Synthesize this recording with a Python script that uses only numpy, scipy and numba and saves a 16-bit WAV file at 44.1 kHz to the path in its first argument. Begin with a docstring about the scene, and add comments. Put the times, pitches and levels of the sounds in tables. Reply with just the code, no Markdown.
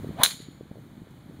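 """A golfer hits a drive on an open course. Light wind bumps the microphone over a faint outdoor hiss.
The shaft swishes down, shedding little swirls of air. The hollow metal head cracks against the ball
and rings briefly, overloading the microphone, and the automatic gain turns everything down.
Nearby boards slap the crack back, the trees return a short tail, and the wind carries on."""
import sys
import numpy as np
from scipy import signal
from scipy.fft import rfft, irfft
from scipy.io import wavfile
from numba import njit

SR = 44100
rng = np.random.default_rng(int(sys.argv[2]) if len(sys.argv) > 2 else 0)


def transcribe(signal):
    """Save signal, clipped to [-1, 1], as a 16-bit WAV file at the path in sys.argv[1]."""
    frames = np.atleast_2d(signal).T
    limited = np.clip(frames, -1, 1)
    pcm = np.round(limited * 32767).astype(np.int16)
    wavfile.write(sys.argv[1], SR, pcm)


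N = 61739
TIME = np.arange(N) / SR
SPECTRUM_HZ = np.arange(N // 2 + 1) * SR / N
IMPACT_S = .2341

# The club head's ringing tones: pitch_hz, relative_db, fade_s (time to fall by 60 dB)
HEAD_TONES = [(1620, -17, .035), (3157, -20.5, .05), (3608, -3, 0.023), (4060, -12, 0.11), (5311, -23, .11),
              (6110, -14, 0.047), (6960, -41, .75), (7050, -20, .05), (7230, -23.5, .075),
              (9170, -19, .035), (9780, -16.5, .03), (10600, -24.5, .07), (10690, -5.5, .02),
              (13790, -21, .03), (14510, -6, 0.018)]
# Tone colour of the crack: pitch_hz, relative_db
CRACK_COLOUR = [(150, -10.5), (600, -7.5), (1600, -7.5), (2500, -9.5), (3600, 7.5), (5500, -7), (8000, -5),
                (10500, 1), (12800, -12), (15000, -2.5)]

def strike():
    """The ball cracks against the club face and sets the hollow head ringing."""
    ringing = sum((-1) ** k * from_db(db) * ring(IMPACT_S, hz, fade_s)
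                  for k, (hz, db, fade_s) in enumerate(HEAD_TONES))
    crack = noise(CRACK_COLOUR) * burst(IMPACT_S, fade_s=.017, hold_s=.0022)
    return from_db(-1.5) * ringing + from_db(-4.5) * crack


# The swish as the club speeds up and slows: time_s, level_db, pitch_hz
SWING = [(.11, -79, 420), (.168, -60, 557), (.180, -49.5, 600), (.196, -41, 775), (.217, -31.5, 1050),
         (.232, -37.5, 900), (.26, -52.5, 610), (.33, -91, 400)]
# Churned air behind the head: pitch_hz, relative_db
WAKE_COLOUR = [(100, -9), (200, 0), (400, 0), (1000, 2.5), (2000, -2.5), (3600, -2.5), (5500, -21),
               (10000, -21), (15000, -25.5)]

def swish():
    """Air swirls off the shaft, higher and louder with speed; the slower inner part sounds lower."""
    time_s, level_db, pitch_hz = np.transpose(SWING)
    level = from_db(np.interp(TIME, time_s, level_db))
    hz = np.interp(TIME, time_s, pitch_hz)
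    outer, inner = whistle(hz), whistle(.67 * hz)
    shaft = low_pass(outer + from_db(-5) * inner, 1500)
    return level * (shaft + from_db(-6.5) * noise(WAKE_COLOUR))


# Echoes off the boards round the tee: delay_s, gain_db, bass_edge_hz, treble_edge_hz
BOARD_ECHOES = [(0.0157, -2, 800, 12940), (.0212, -10, 795, 9890), (0.0268, 3.5, 1900, 3620)]

def board_slaps(hit):
    """Boards throw back the sharp front of the hit, later and with less bass and treble."""
    front = hit * burst(IMPACT_S, fade_s=.0068)
    slaps = np.zeros(N)
    for delay_s, gain_db, bass_edge_hz, treble_edge_hz in BOARD_ECHOES:
        echo = from_db(gain_db) * np.interp(TIME - delay_s, TIME, front)
        bass_cut = signal.butter(2, bass_edge_hz, "high", fs=SR, output="sos")
        slaps += low_pass(signal.sosfilt(bass_cut, echo), treble_edge_hz)
    return slaps


# Sound scattered by turf and trees: pitch_hz, relative_db, fade_s
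SCATTER = [(400, -7.5, 0.26), (900, -5, .26), (1900, -4.5, 0.31), (2850, -2, .33), (4100, 4, 0.41),
           (5360, -5, .3), (6940, 1, .34), (7950, -3, .3), (10534, -1, 0.31), (12700, -11, 0.3),
           (15000, -7.5, .25)]

def scatter():
    """The hit scatters quickly round the tee, then leaves a tail where each band fades at its own rate."""
    rise_s = .0023
    spectrum = rfft(noise(SCATTER))
    edges_hz = np.geomspace(150, 17000, 25)
    tail = np.zeros(N)
    for low, high in zip(edges_hz, edges_hz[1:]):
        band = irfft(spectrum * ((SPECTRUM_HZ >= low) & (SPECTRUM_HZ < high)), N)
        fade_s = at_hz(SCATTER, np.sqrt(low * high), column=2)
        tail += band * burst(IMPACT_S, fade_s, rise_s)
    early = noise(SCATTER) * burst(IMPACT_S, fade_s=.11, rise_s=rise_s)
    return from_db(-22) * tail + from_db(-17) * early


# Echoes off the tree line: delay_s, level_db, fade_s, treble_edge_hz
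TREE_ECHOES = [(0.069, -30.5, 0.11, 6900), (0.154, -48.5, 0.62, 6160), (.178, -47.5, 0.14, 16100),
               (.272, -60.5, 0.25, 14000)]
# Their tone colour: pitch_hz, relative_db
TREE_COLOUR = [(600, -16), (1900, -3), (3200, 1), (3900, 2.5), (4300, 7), (4800, -4), (6200, -15),
               (6900, 3.5), (7500, -11), (10500, -4.5), (15000, -22)]

def tree_echoes():
    """The trees return the hit as soft, late puffs of noise."""
    return sum(from_db(db) * low_pass(noise(TREE_COLOUR), edge_hz)
               * burst(IMPACT_S + delay_s, fade_s, rise_s=.0062)
               for delay_s, db, fade_s, edge_hz in TREE_ECHOES)


# Swirls of wind hitting the microphone: time_s, level_db, pitch_hz
WIND_BUMPS = [(.006, -38, 151), (0.0458, -29, 352), (.072, -35.5, 244), (0.0926, -27.5, 245),
              (.105, -31.5, 165), (0.111, -35, 466), (.1465, -37, 181), (.192, -37, 166), (.200, -30, 170),
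              (0.345, -33, 169), (0.403, -30, 272), (.446, -49, 270), (0.487, -29, 212),
              (0.6103, -25.5, 350), (.634, -35, 171.5), (0.656, -40.5, 314), (0.7143, -26.5, 194),
              (0.716, -32, 530), (.757, -33.5, 440), (.772, -34.5, 420), (.785, -38, 432),
              (.980, -32.5, 200), (1.019, -30.5, 196), (1.072, -36.5, 377), (1.264, -37, 172),
              (1.298, -33.5, 200), (1.311, -37.5, 392)]

def wind_bumps():
    """Each swirl gives the microphone one smooth push and pull."""
    bumps = np.zeros(N)
    for time_s, level_db, pitch_hz in WIND_BUMPS:
        cycles = (TIME - time_s) * pitch_hz
        swell = np.exp(-.5 * (cycles / .29) ** 2)
        bumps -= from_db(level_db) * swell * np.sin(2 * np.pi * cycles)
    return low_pass(bumps, 710)


# Tone colour of the wind: pitch_hz, relative_db
RUMBLE_COLOUR = [(25, -18.5), (45, -9.5), (75, -0.5), (130, 3.5), (200, 1.5), (290, -3), (420, -15),
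                 (650, -22.5), (1200, -41.5)]
# The wind's rise and fall: time_s, level_db
WIND_STRENGTH = [(0, -43.5), (.11, -48.5), (.16, -52), (.33, -50), (.56, -47.5), (.69, -58), (.77, -44),
                 (.9, -50.5), (1.15, -46.5), (1.3, -48.5), (1.4, -45.5)]

def wind_rumble():
    """Wind rumbles on the microphone, its level fluttering at random."""
    rumble = noise(RUMBLE_COLOUR)
    level_db = np.interp(TIME, *np.transpose(WIND_STRENGTH))
    flutter_db = 2.2 * unit_level(low_pass(rng.standard_normal(N), 35))
    return from_db(level_db + flutter_db) * rumble


# Tone colour of the hiss: pitch_hz, relative_db
HISS_COLOUR = [(200, 0), (600, 3.5), (1200, -0.5), (2200, -4.5), (4200, -7), (5500, -19.5), (7000, -15),
               (9000, -18), (15000, -21.5)]

def outdoor_hiss():
    """A faint, steady hiss from far away."""
    return from_db(-58.5) * noise(HISS_COLOUR)


def from_db(db):
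    """Turn decibels into a multiplier."""
    return 10 ** (np.asarray(db) / 20)


def unit_level(x):
    """Scale to an average (rms) level of 1."""
    return x / np.sqrt(np.mean(x ** 2) + 1e-20)


def at_hz(points, hz, column=1):
    """Read between a table's rows, with octaves evenly spaced."""
    table = np.array(points)
    return np.interp(np.log(np.maximum(hz, 1)), np.log(table[:, 0]), table[:, column])


def noise(colour):
    """Noise of the given tone colour, at level 1."""
    white = rfft(rng.standard_normal(N))
    return unit_level(irfft(white * from_db(at_hz(colour, SPECTRUM_HZ)), N))


def low_pass(x, hz):
    """Soften the treble above hz."""
    return signal.sosfilt(signal.butter(2, min(hz, .45 * SR), fs=SR, output="sos"), x)


def burst(start_s, fade_s, rise_s=1 / SR, hold_s=0):
    """A loudness shape: rise, hold, then fall 60 dB in fade_s."""
    rise = np.clip((TIME - start_s) / rise_s, 0, 1)
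    falling_s = np.maximum(TIME - start_s - rise_s - hold_s, 0)
    return rise * np.exp(-np.log(1000) * falling_s / fade_s)


def ring(start_s, hz, fade_s):
    """One struck tone dying away."""
    return burst(start_s, fade_s) * np.sin(2 * np.pi * hz * (TIME - start_s))


def whistle(hz, width_hz=100):
    """Breathy noise around a gliding pitch."""
    feedback = np.exp(-np.pi * width_hz / SR)
    return unit_level(moving_resonance(rng.standard_normal(N), 2 * np.pi * hz / SR, feedback))


@njit
def moving_resonance(x, angle, feedback):
    """A ringing filter whose pitch moves."""
    y = np.zeros(len(x))
    for i in range(2, len(x)):
        y[i] = x[i] - x[i - 2] + 2 * feedback * np.cos(angle[i]) * y[i - 1] - feedback ** 2 * y[i - 2]
    return y


def scene():
    """Swing, hit and echoes over wind and distant hiss."""
    hit = strike()
    shot = hit + swish() + board_slaps(hit) + scatter() + tree_echoes()
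    return (shot + wind_bumps() + wind_rumble() + outdoor_hiss())[None]


def gain_control(x, boost_db=6, threshold_db=-10.5, max_cut_db=7.5, react_s=.0016, recover_db_per_s=1):
    """A loud peak turns the gain down within milliseconds; it creeps back slowly."""
    over_db = np.clip(20 * np.log10(np.abs(x) + 1e-9) - threshold_db, 0, max_cut_db)
    recovery_db = recover_db_per_s * TIME
    held_db = np.maximum.accumulate(over_db + recovery_db, axis=-1) - recovery_db
    lag = np.exp(-1 / (react_s * SR))
    cut_db = signal.lfilter([1 - lag], [1, -lag], held_db)
    return x * from_db(boost_db - cut_db)


# Narrow bands the microphone picks up weakly: pitch_hz, width_hz, gain_db
MIC_DIPS = [(2707, 420, -16.5), (4977, 450, -24.5), (5710, 340, -13.5), (7850, 440, -14)]

def record(dry):
    """The microphone dulls a few bands; the gain drops too late for the crack, which overloads."""
    for pitch_hz, width_hz, gain_db in MIC_DIPS:
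        notched = signal.lfilter(*signal.iirnotch(pitch_hz, pitch_hz / width_hz, fs=SR), dry)
        dry = notched + from_db(gain_db) * (dry - notched)
    ceiling, cutoff_hz = .7, 15550
    overloaded = ceiling * np.tanh(gain_control(dry) / ceiling)
    treble_cut = signal.ellip(9, .2, 90, cutoff_hz, fs=SR, output="sos")
    return signal.sosfilt(treble_cut, overloaded)


dry = scene()
out = record(dry)
transcribe(out)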